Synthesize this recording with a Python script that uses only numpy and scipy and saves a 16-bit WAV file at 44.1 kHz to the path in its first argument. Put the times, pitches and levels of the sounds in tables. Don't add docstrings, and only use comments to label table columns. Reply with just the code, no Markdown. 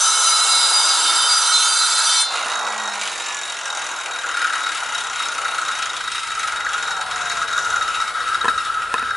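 import sys
import numpy as np
from scipy import signal
from scipy.fft import rfft, irfft, next_fast_len
from scipy.io import wavfile
from scipy.ndimage import uniform_filter1d, map_coordinates

SR = 44100
rng = np.random.default_rng(int(sys.argv[2]) if len(sys.argv) > 2 else 0)


def log_audio(samples):
    frames = np.atleast_2d(samples).T
    limited = np.clip(frames, -1, 1)
    pcm = np.round(limited * 32767).astype(np.int16)
    wavfile.write(sys.argv[1], SR, pcm)


N = 404302
TIME = np.arange(N) / SR


def amp(db):
    return 10 ** (np.asarray(db) / 20)


def unit(x):
    return x / np.sqrt(np.mean(np.abs(x) ** 2) + 1e-20)


def bump(x, middle, width):
    return np.exp(-np.abs(2 * (x - middle) / width) ** 2)


def curves(rows):
    s, *cols = np.transpose(rows)
    return [np.interp(TIME, s, c) for c in cols]


def wobble(rate, size=N):
    knots = rng.standard_normal(int(size * rate / SR) + 4)
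    coarse = np.arange(0, size + 32, 32)
    return np.interp(np.arange(size), coarse, map_coordinates(knots, [coarse * rate / SR]))


def filtered(x, response):
    m = next_fast_len(N + SR // 2)
    return irfft(rfft(x, m) * response(np.fft.rfftfreq(m, 1 / SR)), m)[..., :N]


def colour(points):
    hz, db = np.transpose(points)
    return lambda f: amp(np.interp(np.log(f + 1), np.log(hz + 1), db))


def resonant(modes):
    return lambda f: sum(amp(db) * (1j * f * w / (c * c - f * f + 1j * f * w)) ** 2
                         for c, w, db in modes)


def dying(kicks, t60):
    return signal.lfilter([1], [1, -amp(-60 / (t60 * SR))], kicks)


# (time [s], speed [turns/s])
SHAFT_SPEED = [(0, 80.7), (0.5, 81.8), (0.72, 82.2), (1, 76.9), (1.5, 68.3), (2, 60.7), (2.3, 57),
               (2.8, 52.0), (3.3, 46.97), (3.8, 42.54), (4.3, 38.57), (4.9, 34.21), (5.5, 30.14),
               (6.2, 25.65), (7, 20.81), (7.8, 16.42), (8.5, 13.2), (9.17, 11.02)]

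def rotation():
    speed, = curves(SHAFT_SPEED)
    return speed, np.cumsum(speed) / SR


# (frequency at 70 turns/s [Hz], shift [Hz per turn/s], base width [Hz], level [dB])
CUT_MODES = [(934, 0.5, 130, 4), (1620, -5, 18, -27), (2218, -2, 10, -4), (2680, 4.5, 16, -6.5),
             (3080, -3.5, 8.7, -2.5), (3620, 4, 5.1, 0), (4068, -4, 3.9, 0), (4766, 7, 5.5, 0.5),
             (5110, -6, 6.7, -12.5), (5280, 10.5, 19, -11), (6015, 7, 17, -6), (6360, -8.5, 36, -10.5),
             (6850, 6.5, 17, -11), (7430, 8.5, 17, -9.5), (7660, -3, 50, -10), (8200, 8, 80, -9.5),
             (8950, 5.5, 17, -7.5), (9180, -4, 19, -17.5), (9960, -7, 20, -12.5), (10340, 8, 33, -9),
             (10950, -7.5, 88, -16)]
BAND_EDGES = [3300, 3900, 4400, 4900, 7000]
BAND_DRIVE = [-32, -32, -30, -32, -24.5, -22]
# (centre [s], length [s], wave frequency [Hz], rise [dB])
SQUEALS = [(.4, 0.28, 4061, 8.5), (0.74, 0.52, 4764, 9.5), (0.81, 0.11, 3640, 7), (1.15, 0.18, 3640, 12),
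           (1.254, 0.42, 4764, 11.5), (1.55, .5, 3100, 6), (1.54, .2, 4061, 7.5), (1.62, 0.44, 3640, 7),
           (1.823, .3, 4061, 7.5), (2.045, 0.28, 4764, 8), (2.138, 0.16, 3640, 11.5),
           (2.153, .2, 3100, 10.5), (2.202, .3, 4061, 5.5), (.25, 0.38, 6010, 6), (1.45, 0.23, 6010, 5),
           (2.15, .25, 6010, 8.5), (1.65, 0.22, 6290, 8.5), (.15, 0.56, 5100, 6), (1.35, .3, 5100, 7)]
# (frequency [Hz], spectral level [dB])
GRIT_SPECTRUM = [(500, -70), (1500, -23), (2500, -4), (3700, 7), (5500, 1.5), (7500, -9.5), (9500, -2),
                 (11000, -9.5)]

def cut(turns):
    n, clear = round(2.6 * SR), round(2.2 * SR)
    t, out = TIME[:n], np.zeros(N)
    leaves_s, lift_s = 2.21, 0.072
    contact = np.clip((leaves_s + lift_s - t) / lift_s, 0, 1) ** 2
    for hz, shift, width, db in CUT_MODES:
        squeal_db = sum(rise * bump(t, s, length) for s, length, wave_hz, rise in SQUEALS
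                        if abs(wave_hz / hz - 1) < .02)
        drive_db = BAND_DRIVE[np.searchsorted(BAND_EDGES, hz)] + squeal_db + db + 1.4 * wobble(2.35, n)
        grit = contact * amp(drive_db) * (rng.standard_normal(n) + 1j * rng.standard_normal(n))
        free_pole = np.exp(-np.pi * width * .9 / SR)
        envelope = 0
        for share, spread in ((0.7, 1.0), (0.38, 2.1)):
            pole = np.exp(-np.pi * width * spread / SR)
            gain = share * np.sqrt(1 - pole ** 2)
            held, state = signal.lfilter([gain], [1, -pole], grit[:clear], zi=[0j])
            released, _ = signal.lfilter([gain], [1, -free_pole], grit[clear:], zi=state)
            envelope += np.append(held, released)
        cycles = hz * t + shift * (turns[:n] - 70 * t)
        out[:n] += np.real(envelope * np.exp(2j * np.pi * cycles))
    out = filtered(out, lambda f: (1j * f / (550 + 1j * f)) ** 4)
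    hiss = unit(filtered(rng.standard_normal(N), colour(GRIT_SPECTRUM)))
    out[:n] += contact * amp(-26 + 2.5 * wobble(9.07, n) + .8 * wobble(26, n)) * hiss[:n]
    return out


def backlash(turns, spread_db, jitter_turns):
    due = np.arange(1, int(turns[-1])) + .30
    timing, size = rng.standard_normal((len(due), 2)).T
    kicks = np.zeros(N)
    kicks[np.searchsorted(turns, due + jitter_turns * timing).clip(0, N - 1)] = amp(spread_db * size)
    return kicks


def shaded(x, depth_db):
    spectra = signal.stft(x, nperseg=512)[2]
    field = uniform_filter1d(rng.standard_normal(spectra.shape), size=5, axis=0)
    field = uniform_filter1d(field, size=24, axis=1)
    return signal.istft(spectra * amp(depth_db * unit(field)), nperseg=512)[1][:N]


# (time [s], housing level [dB], treble level [dB], air level [dB])
GEAR_LEVELS = [(0, -23.5, -13.5, -34.5), (1, -24, -26, -32), (2.2, -22.5, -31, -37.5),
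               (2.32, -30, -32, -30), (2.47, -26, -32.5, -28.5), (3.1, -32.5, -32, -31.5),
               (3.3, -36, -30, -34), (3.6, -33, -32.5, -37), (3.75, -28.5, -29, -34.5),
               (4.09, -31.5, -35, -33.5), (4.45, -22.5, -34.5, -34.5), (4.65, -27.5, -34, -34),
               (5.15, -27, -31.5, -32.5), (5.5, -27, -37.5, -32), (5.77, -24.5, -32, -35.5),
               (6.15, -29.5, -40, -42), (6.48, -23, -32.5, -36.5), (7.0, -25.5, -35, -32),
               (7.35, -24, -33.5, -34), (7.6, -22.5, -30, -34.5), (8.1, -23, -39, -36),
               (8.38, -20, -42, -38.5), (8.6, -24.5, -41.5, -38), (9.17, -23.5, -54, -41.5)]
# (centre [s], length [s], level [dB])
LULLS = [(6.57, 0.14, -2), (7.06, 0.065, -4.5), (7.467, 0.037, -4.5), (8.136, .04, -4.5),
         (8.432, 0.021, -4), (8.903, 0.038, -5)]
# (time [s], upper housing modes against the lowest [dB])
FACING = [(0, -3.5), (2.3, 0.5), (3.4, 6.5), (4.4, 5.5), (5.6, 1), (6.2, -7.5), (6.8, 3.5), (7.4, 2),
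          (7.65, 1.5), (7.9, -5), (9.17, 1)]
# (frequency [Hz], width [Hz], level [dB])
HOUSING_MODES = [(1311, 109, 1), (1432.4, 98, -2), (1616, 129, -7), (1904, 190, -13)]
GUARD_MODES = [(3796, 142, 2), (4366, 63, -8), (5303, 89, -7), (10790, 230, -18)]
COVER_MODES = [(5820, 640, -2.5), (6550, 1100, 0.5), (7230, 820, -2)]
# (frequency [Hz], spectral level [dB])
WHIRR_SPECTRUM = [(1200, -25.5), (1900, -0.5), (2800, -1), (4000, -6), (6000, -11), (8500, -11),
                  (11000, -13.5)]
AIR_SPECTRUM = [(120, -35), (300, -14.5), (600, -3), (900, 3.5), (1200, 3.5), (1800, -13.5), (4000, -50)]

def gears(speed, turns):
    housing_db, treble_db, air_db = curves(GEAR_LEVELS)
    lull_db = sum(db * bump(TIME, s, length) for s, length, db in LULLS)
    slow_db = 10.5 * np.minimum(np.log2(speed / 14.8), 0)
    swing_db = 0.083 * (treble_db - treble_db.mean()) + lull_db + slow_db
    cutting = np.interp(TIME, [2.2, 2.3], [1, 0])
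    force = (1 - cutting) * speed / 35
    shared_kicks = backlash(turns, spread_db=2.5, jitter_turns=.05)

    def rattle(response, depth, t60):
        kicks = shared_kicks * amp(1.1 * wobble(20)) + .4 * backlash(turns, spread_db=3, jitter_turns=.3)
        pulse = amp(0.91 * wobble(40)) * (1 + force * depth * dying(kicks, t60))
        sound = filtered(pulse * rng.standard_normal(N), response)
        return sound / np.sqrt(np.abs(uniform_filter1d(sound ** 2, size=SR // 4)) + 1e-20)

    facing_db, = curves(FACING)
    housing = covers = 0
    for i, mode in enumerate(HOUSING_MODES):
        mode_db = housing_db + lull_db - 4.5 + mode[2] + facing_db * (.5 if i else -.5)
        housing += amp(mode_db + 1.64 * wobble(3.005)) * rattle(resonant([mode]), depth=2, t60=0.061)
    guard_db = -35.5 + swing_db + 3 * cutting + 2.26 * wobble(12)
    guard = amp(guard_db) * rattle(resonant(GUARD_MODES), depth=3.2, t60=0.063)
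    for mode in COVER_MODES:
        mode_db = treble_db + 3 * lull_db - 7.5 + mode[2] - 10 * cutting
        covers += amp(mode_db + 1.8 * wobble(6)) * rattle(resonant([mode]), depth=8.2, t60=0.031)
    whirr_db = -31 + swing_db - 12.5 * cutting + 1.3 * wobble(10)
    whirr = amp(whirr_db) * rattle(colour(WHIRR_SPECTRUM), depth=1.6, t60=0.079)
    air_db += lull_db / 2 + 0.78 * wobble(6)
    air = amp(air_db) * rattle(colour(AIR_SPECTRUM), depth=0.1, t60=0.071)
    return housing + guard + covers + shaded(whirr + air, depth_db=1.8)


# (armature rate [Hz], width [Hz], whine level [dB], hum level [dB])
CASE_RESONANCES = [(307, 34, -44, -55), (230, 21, -47, -70), (210.8, 19, -43, -49), (185, 36, -44, -70),
                   (151, 33, -46, -76), (119.6, 24, -48.5, -67), (97, 24, -51.5, -67), (79, 18, -43, -80)]
# (multiple of the armature rate, level [dB])
WHINE_HARMONICS = [(2, -17), (9, 5), (12, -10), (15, -8), (17, -8), (20, -4), (32, -12), (64, -11)]

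def motor(speed, turns):
    gear_ratio = 49 / 12
    whine_gain, hum_gain = sum(np.outer(amp([whine_db, hum_db]), bump(gear_ratio * speed, hz, width))
                               for hz, width, whine_db, hum_db in CASE_RESONANCES)
    angle = 2 * np.pi * gear_ratio * turns
    whine = sum(amp(db + 2.5 + 2 * wobble(5.9)) * np.sin(k * angle + 0.6 * wobble(30))
                for k, db in WHINE_HARMONICS)
    hum = amp(3) * np.sin(angle) + np.sin(3 * angle)
    return whine_gain * whine + hum_gain * hum


# (time [s], level [dB])
RUMBLE_LEVELS = [(0, -68), (.7, -84), (1.9, -82), (2.4, -65), (4.6, -58.5), (5.8, -54), (7.4, -47.5),
                 (9.17, -49)]
# (frequency [Hz], spectral level [dB])
RUMBLE_SPECTRUM = [(12, -35), (20, -4.5), (65, -0.5), (317, -10), (450, 0.5), (580, -6), (990, -120)]

def rumble():
    mid, side = filtered(rng.standard_normal((2, N)), colour(RUMBLE_SPECTRUM))
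    level_db = curves(RUMBLE_LEVELS)[0] + 1.5 * wobble(4)
    return amp(level_db) * unit(mid + .27 * side * np.array([[1], [-1]]))


# (time [s], level [dB], relative crack level [dB])
KNOCKS = [(2.46, -15, 6), (8.445, -12, 2), (8.455, -13, 2), (8.481, -10, -2), (8.941, -6, 3),
          (8.995, -19, 9), (9.026, -17, 4)]
# (frequency [Hz], level [dB], 60 dB decay time before clipping [s])
PLATE_MODES = [(253, -10, 0.27), (472, -3, 0.036), (1028, 2, 0.036), (1320, -25, 0.2), (1730, 2.5, 0.044),
               (2550, -4.5, 0.21)]

def knocks():
    out, t = np.zeros(N + SR), TIME[:SR // 4]
    for s, db, crack_db in KNOCKS:
        ring = sum(amp(mode_db + rng.normal(0, 4.3) - 60 * t / np.clip(t60, .012, .05))
                   * np.sin(2 * np.pi * hz * t) for hz, mode_db, t60 in PLATE_MODES)
        crack = amp(crack_db - 60 * t / 0.006) * rng.standard_normal(len(t))
        out[round(s * SR):][:len(t)] += amp(db - 9) * (ring + crack)
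    return filtered(out[:N], lambda f: (1j * f / (170 + 1j * f)) ** 2)


# (time [s], level [dB], relative drive of guard and covers [dB])
CLACKS = [(3.7015, -16, -6), (4.4448, -14, -18), (4.5333, -11, -11), (4.6645, -17, -15),
          (5.2017, -13.5, -12), (5.4544, -14, -13), (5.8227, -19, -3.5), (5.8985, -20, -7.5),
          (6.004, -12, -19), (6.038, -15, -11.5), (6.0758, -12, -11), (6.1469, -14, -11.5),
          (6.18, -15.5, -10), (6.3037, -13.5, -9.5), (6.6633, -10.5, -17), (6.7416, -21, -11),
          (6.9072, -15.5, -5), (7.2981, -11, -6.5), (7.4144, -12, -17), (7.5777, -11, -8),
          (7.8106, -8.5, -18), (7.8768, -12.5, -12), (7.944, -15, -15), (8.0008, -8.5, -16),
          (8.2033, -16, -14), (8.2761, -15, -11.5), (8.3446, -10.5, -13), (8.4108, -10.5, -13.5),
          (8.4821, -6, -14), (8.577, -14.5, -13), (8.979, -11, -15), (9.1067, -12.5, -16)]

def clacks():
    blows = np.zeros((3, N))
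    for s, db, bright_db in CLACKS:
        blows[:, round(s * SR)] = amp([db, db + bright_db, db + bright_db])
    housing, guard, covers = blows + .5 * dying(blows, t60=0.021) * rng.standard_normal((3, N))
    return (amp(28.5) * filtered(housing, resonant(HOUSING_MODES))
            + amp(31.5) * filtered(guard, resonant(GUARD_MODES))
            + amp(13.5) * filtered(covers, resonant(COVER_MODES)))


def yard(x):
    t = TIME[:SR // 4]
    tail = rng.standard_normal((2, len(t))) * amp(-60 * t / 0.19)
    tail /= np.linalg.norm(tail, axis=1, keepdims=True)
    delayed = np.pad(x, (200, 0))
    return signal.fftconvolve(delayed[None], tail, axes=1)[:, :N]


# (time [s], left minus right level [dB])
PAN = [(0.0, -1.0), (2.78, -1.0), (4.65, 2.0), (6.23, 1.0), (7.66, 2.0), (9.17, 1.5)]

def scene():
    speed, turns = rotation()
    saw = cut(turns) + gears(speed, turns) + clacks() + motor(speed, turns) + knocks()
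    pan_db, = curves(PAN)
    return saw * amp([pan_db / 2, -pan_db / 2]) + amp(-13) * yard(saw) + rumble()


def record(dry):
    return filtered(dry, lambda hz: amp(-np.clip(hz - 11000, 0, None) / 2.5))


dry = scene()
out = record(dry)
log_audio(out)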